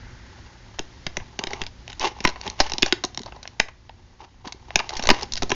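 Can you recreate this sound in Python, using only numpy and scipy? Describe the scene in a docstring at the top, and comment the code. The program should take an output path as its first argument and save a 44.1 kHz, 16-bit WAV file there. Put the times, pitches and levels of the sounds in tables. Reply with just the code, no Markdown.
"""On a wooden desk in a quiet room, a steel nail clipper pries staples from a clear plastic package.
Snaps ring the sheet, its rim and the carton; shoves scuff the box and crinkle the plastic as random slips.
Buckling panels push slow pressure steps, jolts thud the desk, and a short room tail answers.
Shaped noise, a wavering mains hum and a fading airy band lie behind; the loudest peaks overload."""
import sys
import numpy as np
from scipy import signal
from scipy.fft import rfft, irfft, next_fast_len
from scipy.io import wavfile
from scipy.ndimage import map_coordinates

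SR = 44100
rng = np.random.default_rng(int(sys.argv[2]) if len(sys.argv) > 2 else 0)


def elevation(decibels):
    """Turn decibel levels (scalar or array-like) into linear amplitude ratios."""
    levels = np.asarray(decibels, float)
    return 10 ** (levels / 20)


def master_out(mix):
    """Clip the mix to full scale and print it as 16-bit PCM to the path in sys.argv[1]."""
    frames = np.transpose(np.atleast_2d(mix))
    ceiling = np.clip(frames, -1, 1)
    pcm = np.round(ceiling * 32767).astype(np.int16)
    wavfile.write(sys.argv[1], SR, pcm)


N = 244741  # length in samples

# resonances of the plastic sheet's panels: centre_hz, width_hz, relative level_db
PANEL_MODES = [(1460, 83, -7.5), (2090, 616, -1.5), (2586, 120, -5.5), (2656, 393, -0.5),
               (3600, 2500, -13.5)]
# resonances of the sheet's stiff rim: centre_hz, width_hz, relative level_db
RIM_MODES = [(3850, 395, -1.5), (4504, 500, 2.3), (5174, 640, 1), (5605, 940, 3), (6120, 4400, -10)]


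def unit(x):
    """Scale each row to rms 1."""
    return x / np.sqrt(np.mean(x ** 2, axis=-1, keepdims=True) + 1e-20)


def along(points, hz):
    """Interpolate (Hz, value) points on a log frequency axis."""
    f, v = np.transpose(points)
    return np.interp(np.log(hz + 1), np.log(f + 1), v)


def automation(points):
    """Draw (s, value) points as a line with one value per sample."""
    s, value = np.transpose(points)
    return np.interp(np.arange(N) / SR, s, value)


def wobble(rate):
    """A smooth random curve, rate knots a second."""
    knots = rng.standard_normal(int(N * rate / SR) + 4)
    return map_coordinates(knots, [np.arange(N) * rate / SR])


def filtered(x, response):
    """Filter x by a response given as a function of frequency."""
    n = x.shape[-1]
    padded = next_fast_len(n + 2048)
    spectrum = rfft(x, padded) * response(np.fft.rfftfreq(padded, 1 / SR))
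    return irfft(spectrum, padded)[..., :n]


def modes(table, scatter=None):
    """Causal resonances in alternating polarity; scatter (dB) gives each blow its own balance of modes."""
    def response(f):
        total = 0
        for k, (center, width, db) in enumerate(table):
            if scatter is not None:
                db = db + scatter[:, [k]]
            damping = 1j * f * width
            total = total + (-1) ** k * elevation(db) * damping / (center ** 2 - f ** 2 + damping)
        return total
    return response


def grains(rate, spread_db, rub):
    """Random slips of uneven size, rate a second, over a little steady rubbing."""
    happens = rng.random(N) < rate / SR
    size = elevation(spread_db * np.minimum(rng.exponential(size=N), 4))
    slips = happens * size * rng.choice([-1, 1], N)
    return unit(slips) + rub * rng.standard_normal(N)


def struck(s, t60, parts, scatter_db=2, spike=8):
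    """A sharp release and a short rattle ring each (modes, dB) part; dB is its energy as rms over 10 ms."""
    size = 3072  # samples per blow
    t = np.arange(size) / SR
    decay = elevation(-60 * t / np.clip(t60, .002, .05)[:, None])
    burst = rng.standard_normal((len(s), size)) * decay
    burst[:, :2] += spike * np.array([1, -1])  # the release
    scatter = scatter_db * rng.standard_normal((len(s), 20))
    sound = 0
    for k, (table, db) in enumerate(parts):
        ring = unit(filtered(burst, modes(table, scatter[:, 5 * k:])))
        sound = sound + elevation(db)[:, None] * ring * np.sqrt(.01 * SR / size)
    where = np.round(s * SR).astype(int)[:, None] + np.arange(size)
    return np.bincount(where.ravel(), sound.ravel(), N + size)[:N]


def air(points):
    """Noise at rms 1, shaped by (Hz, dB per Hz) points."""
    return unit(filtered(rng.standard_normal(N), lambda hz: elevation(along(points, hz))))


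def background():
    """Air rumble, hiss and unsteady mains hum rise and fall together with the background level; an airy band
    fades by itself."""
    # background level over time: start_s, level_db
    background_level = [(0, -45.5), (.4, -47.5), (1.8, -48), (2.5, -47.5), (3.1, -48), (3.8, -53.5), (4.3, -54),
                        (5, -46.5), (5.55, -42)]
    # rumble spectrum before levelling: pitch_hz, density_db (per Hz)
    low_air = [(12, -12), (20, 17.5), (108, 16.5), (140, 7.5), (172, -4.5), (204, 1), (234, 4), (300, -2),
               (390, -36.5), (660, -120)]
    # hiss spectrum before levelling: pitch_hz, density_db (per Hz)
    high_air = [(150, -9.5), (250, 6), (388, 6), (417, -3), (487, 3.5), (823, -3.5), (1090, -2.5),
                (1930, 0), (2520, -5), (4650, -4), (7420, -8.5), (9650, -39), (16300, -120)]
    # mains hum partials: pitch_hz, mean peak level_db (re background level)
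    hum_partials = [(59.6, -5), (119.2, -10), (179, -11), (240, -13.5), (359, -17)]
    # airy band resonances: centre_hz, width_hz, relative level_db
    airy_modes = [(1480, 300, 0), (2010, 310, 0.023)]
    hiss_db = -6.5  # mean, re background level
    airy_db, airy_fade_db_per_s = -52, 17.5  # level at the start, and its fall

    t = np.arange(N) / SR
    rumble = elevation(2.2 * wobble(7.3)) * air(low_air)
    hum = 0
    for hz, db in hum_partials:
        hum = hum + elevation(db + 1.1 * wobble(2.8)) * np.sin(2 * np.pi * hz * t)
    hiss = elevation(hiss_db + 1.1 * wobble(2.7)) * air(high_air)
    airy = unit(filtered(rng.standard_normal(N), modes(airy_modes)))
    airy = airy * elevation(airy_db - airy_fade_db_per_s * t)
    return elevation(automation(background_level)) * (rumble + hum + hiss) + airy


def handling():
    """The box stick-slips on the desk and tiny creases crackle; shoves rise over the steady grip."""
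    # steady grip on the package: start_s, scuff level_db (before the jerks)
    grip_levels = [(0, -59), (.75, -59), (1.05, -63), (1.25, -55), (1.65, -58.5), (1.75, -64.5),
                   (2.15, -53), (2.7, -47), (2.9, -44.5), (3.1, -71), (3.5, -59.5), (3.7, -67),
                   (4.6, -62.5), (4.85, -45.5), (5.3, -56), (5.55, -79.5)]
    # shoves of the hand: start_s, length_s, scuff level_db (before the jerks), crinkle_db (re scuff)
    shove_list = [(1.411, 0.029, -37, -28), (1.481, 0.15, -43, -8), (1.89, 0.012, -55, 2.5),
                  (2.013, 0.06, -26.5, -4), (2.238, 0.055, -51.5, 9.5), (2.412, 0.045, -51.5, 2),
                  (2.465, 0.0083, -36.5, -10), (2.591, 0.11, -44, 1.5), (2.843, 0.067, -54, 6),
                  (3.264, 0.013, -43, -11), (3.35, .03, -53.5, -15), (4.198, 0.049, -47, -11),
                  (4.457, 0.033, -41.5, -8), (4.778, 0.027, -48.5, -9), (4.919, 0.17, -41.5, -7),
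                  (5.104, 0.05, -42.5, -9), (5.146, .09, -41, -3.5), (5.421, 0.025, -59.5, -13),
                  (5.506, 0.047, -62, 17)]
    # desktop resonances: centre_hz, width_hz, relative level_db
    desktop_modes = [(368, 69, 13), (848, 120, 19), (1087, 340, 10.5), (1650, 200, -6)]
    attack_db_per_s, release_db_per_s = 1500, 699.5  # how fast a shove swells and dies
    grip_crinkle_db = -8  # panels re scuff while only gripped
    shove_rim_db, grip_rim_db = -2.5, -1  # rim re panel: broad bending is duller than small creasing

    t = np.arange(N) / SR
    grip_db = automation(grip_levels)
    drag = elevation(grip_db)
    bend = elevation(grip_db + grip_crinkle_db)
    edge = elevation(grip_rim_db) * bend
    for s, length, db, crinkle_db in shove_list:
        swell_db = attack_db_per_s * np.clip(s - t, 0, 1)
        fall_db = release_db_per_s * np.clip(t - s - length, 0, 1)
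        shove = elevation(db - swell_db - fall_db)
        drag = drag + shove
        bend = bend + elevation(crinkle_db) * shove
        edge = edge + elevation(crinkle_db + shove_rim_db) * shove

    scuff = unit(filtered(grains(500, spread_db=3, rub=.4), modes(desktop_modes)))
    creases = grains(1500, spread_db=3, rub=.3)
    panel = bend * unit(filtered(creases, modes(PANEL_MODES)))
    rim = edge * unit(filtered(creases, modes(RIM_MODES)))
    jerks_db = 3.5 * wobble(90)
    return elevation(jerks_db) * (drag * scuff + panel + rim)


def snaps():
    """Each snap of sheet and clipper rings panel, rim and carton in its own balance."""
    # snaps: start_s, panel level_db, rim_db (re panel), carton_db (re panel), rattle t60_s
    blow_list = [(0.7868, -38, -12, 3, 0.048), (0.7919, -28, -1, -5.5, 0.011), (1.0659, -27, -3, -6, 0.021),
                 (1.169, -26, -2.5, -9.5, .011), (1.1992, -43.5, -27, -1.5, 0.043),
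                 (1.3905, -27.5, -1.5, -5, 0.019), (1.4378, -28.5, -1, -8, 0.0083),
                 (1.47, -30, -4, -7.5, 0.018), (1.5061, -42, 0.5, -1.5, 0.018),
                 (1.5327, -29, -4.5, -8, .023), (1.6166, -26.5, -6.5, -15, .019),
                 (1.637, -40.5, -1, -12, 0.0058), (1.665, -38.5, 3, -7.5, 0.028),
                 (1.8784, -37.5, -4.5, -7, 0.0076), (1.901, -43.5, -2, -4.5, 0.0068),
                 (1.92, -46, -7, -15, 0.0062), (1.9292, -39.5, -5, -20, 0.013),
                 (1.9961, -48, 18.5, -4.5, 0.0053), (2.1869, -50.5, -2.5, 7.5, .03),
                 (2.204, -35, -0.5, -7, 0.026), (2.241, -40, 6.5, 0, .023), (2.2488, -33.5, 4, 14, .015),
                 (2.2509, -14, -6, -1.5, .012), (2.274, -22.5, -2.5, -7, 0.029),
                 (2.2895, -38, 5, 4.5, 0.019), (2.2978, -47, 7, 5.5, .02), (2.3585, -40.5, -7, 4, 0.031),
                 (2.413, -42, 7, -5, .008), (2.4651, -38.5, 0, 5.5, 0.033), (2.4768, -31, -4, -7.5, .012),
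                 (2.4997, -40.5, 9, -10.5, 0.01), (2.593, -51.5, 5, 9, .015),
                 (2.6014, -18.5, 4.5, 3.5, 0.044), (2.697, -38.5, 3, -10, .013), (2.719, -32, 4, -1, 0.011),
                 (2.735, -33.5, 7, -17, 0.015), (2.782, -31, 6, -3.5, 0.018), (2.8227, -27, 8.5, -11, .021),
                 (2.8291, -13, -8, -13.5, 0.012), (2.8614, -32, 6, 4.5, .016),
                 (2.9243, -16.5, -1, -13, 0.016), (3.0379, -30.5, 7, 4.5, 0.048),
                 (3.0493, -44.5, 16.5, -13.5, 0.0063), (3.1461, -46.5, 7, -3, 0.015),
                 (3.1743, -35, 8.5, -0.5, .011), (3.1925, -43, 5.5, -2, 0.011),
                 (3.2173, -49, 6, -8, 0.0091), (3.2333, -51, 11.5, 2, 0.009),
                 (3.2598, -60, 18.5, 25, 0.032), (3.3222, -42.5, -14, 2, 0.02),
                 (3.3628, -60, 8.5, 18.5, 0.024), (3.429, -47, 8, -3.5, 0.027),
                 (3.454, -42, -15.5, 1.5, 0.01), (3.4755, -38, 1.5, -8, 0.015),
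                 (3.5962, -38, 2.5, -5.5, .03), (3.5995, -13.5, -5, -5, 0.014), (3.6846, -42, -8, 0, 0.031),
                 (3.894, -45.5, -13.5, 4, .01), (4.474, -40, 2.5, -5, 0.033), (4.5227, -39.5, 5, -7, .02),
                 (4.7057, -37, -13.5, 1, 0.0041), (4.7569, -14.5, -0.5, -7, 0.013),
                 (4.7913, -23, -5, -10.5, 0.024), (4.7991, -26, -8.5, 1, .025),
                 (4.8919, -34, 4.5, -4.5, 0.026), (4.9052, -38.5, -2, 2.5, 0.012),
                 (4.919, -55.5, -0.5, 2.5, 0.0025), (4.9365, -50, 12.5, -7, 0.013),
                 (4.953, -40, 0.5, -11, 0.0098), (4.967, -34.5, 5.5, -10, .047),
                 (4.994, -31.5, -2.5, -0.5, .02), (5.0248, -36, 5, -4, 0.031),
                 (5.0371, -37.5, 8.5, 6, 0.0099), (5.0542, -33.5, 2, 1.5, .027), (5.0713, -27, 5, -1, .011),
                 (5.0895, -14, -6.5, -0.5, 0.019), (5.1019, -11, -2.5, -4, .02), (5.1115, -29, 5, 8, 0.017),
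                 (5.1942, -47, 3.5, 2.5, 0.014), (5.211, -41.5, 4, -1.5, 0.0071),
                 (5.2229, -46, 12, 9.5, 0.025), (5.2306, -38, 12, -8.5, 0.009),
                 (5.3213, -42, 15, -6.5, 0.014), (5.3355, -40, 15, -8, 0.012),
                 (5.355, -41, 10.5, -2.5, .007), (5.3669, -39, 6.5, -8, .027),
                 (5.374, -33.5, 5, -9.5, 0.042), (5.4216, -31.5, 4.5, 6, 0.029), (5.4315, -39, 11, -2, .01),
                 (5.4945, -53.5, 22, 16.5, 0.032), (5.5032, -31, 1.5, 0, .011),
                 (5.517, -19.5, -7, -2, 0.017)]
    # carton resonances: centre_hz, width_hz, relative level_db
    carton_modes = [(713, 250, 4.5), (911, 96, 5), (1000, 46, 5), (1316, 37, -10.5)]
    s, db, rim_db, carton_db, t60 = np.transpose(blow_list)
    parts = [(PANEL_MODES, db), (RIM_MODES, db + rim_db), (carton_modes, db + carton_db)]
    return struck(s, t60, parts)


def buckles(rise=.003, leak=.03):
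    """Panels buckle in or pop out; each pressure step leaks away through the microphone's low cut."""
    # panel buckles: start_s, signed peak pressure (full scale 1)
    pop_list = [(0.792, -0.035), (1.063, 0.028), (1.168, -0.031), (1.47, 0.025), (1.614, -0.038),
                (2.007, 0.031), (2.249, -0.12), (2.603, -0.15), (2.721, 0.04), (2.83, -0.08),
                (3.597, -0.053), (4.752, -0.056), (4.964, 0.039), (5.034, 0.051), (5.066, -0.091),
                (5.086, -0.14), (5.098, -0.154), (5.129, 0.062), (5.336, 0.049), (5.424, 0.093),
                (5.518, -0.044)]
    steps = np.zeros(N)
    for s, size in pop_list:
        steps[round(s * SR)] += size
    t = np.arange(SR // 4) / SR
    shape = np.exp(-t / leak) - np.exp(-t / rise)  # time constants in s
    return signal.fftconvolve(steps, shape / shape.max())[:N]


def knocks():
    """The desk thuds under the jolted box, ringing its low resonances."""
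    # jolts of the box against the desk: start_s, level_db
    jolt_list = [(0.7941, -31), (1.0654, -31.5), (1.1695, -30.5), (1.3913, -31), (1.4376, -34.5),
                 (1.47, -35.5), (1.532, -32.5), (1.6153, -32), (2.204, -35.5), (2.24, -40.5),
                 (2.2485, -19.5), (2.274, -30), (2.4646, -36), (2.4778, -34), (2.6035, -24), (2.718, -41),
                 (2.736, -34.5), (2.781, -36), (2.8213, -33), (2.8279, -18.5), (2.8595, -41.5),
                 (2.9243, -19.5), (3.0392, -27.5), (3.1769, -39), (3.201, -35.5), (3.5994, -35.5),
                 (4.225, -53), (4.466, -36.5), (4.5436, -45), (4.7569, -26.5), (4.7972, -40), (4.994, -33),
                 (5.0265, -39.5), (5.0727, -38), (5.0878, -28), (5.1003, -19.5), (5.1108, -17),
                 (5.2316, -35), (5.4218, -27.5), (5.4315, -24.5), (5.5014, -31.5), (5.5178, -22)]
    # desk thud resonances: centre_hz, width_hz, relative level_db
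    thud_modes = [(120, 71, -5.5), (227, 115, 0), (379, 85, 2), (470, 270, -18)]
    s, db = np.transpose(jolt_list)
    rattle_t60_s = 0.025
    return struck(s, np.full(len(s), rattle_t60_s), [(thud_modes, db)])


def room(x):
    """The walls answer; each quarter second hears a new noise tail, dying by band."""
    # room decay: pitch_hz, t60_s
    decay_times = [(150, 0.1), (500, 0.34), (1500, 0.29), (4000, 0.19), (7000, 0.19)]
    wet, step = np.zeros(N + 2 * SR), SR // 4
    delay = 180  # samples before the walls answer, about 4 ms
    for a in range(0, N, step):
        hz, t, z = signal.stft(rng.standard_normal(SR // 3), SR, nperseg=256)
        decay = elevation(-60 * t / along(decay_times, hz)[:, None])
        tail = signal.istft(z * decay, SR, nperseg=256)[1]
        answer = signal.fftconvolve(x[a:a + step], tail / np.linalg.norm(tail))
        wet[a + delay:][:len(answer)] += answer
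    return wet[:N]


def scene():
    """Package and desk near the microphone, with the room's answer, buckles and background."""
    near = snaps() + knocks() + handling()
    mix = near + elevation(-16.5) * room(near) + buckles() + background()
    return mix[None]


def low_pass(x):
    """Removes everything above the highest recorded frequency."""
    return signal.sosfilt(signal.butter(12, 7570, fs=SR, output="sos"), x)


def record(dry):
    """A steep band limit near 7 kHz, then hard overload at full scale."""
    band_limit = signal.cheby1(7, .5, 6700, fs=SR, output="sos")  # order, ripple dB, edge Hz
    limited = signal.sosfilt(band_limit, dry)
    overloaded = np.clip(limited, -1, 1)
    return low_pass(overloaded)


dry = scene()
out = record(dry)
master_out(out)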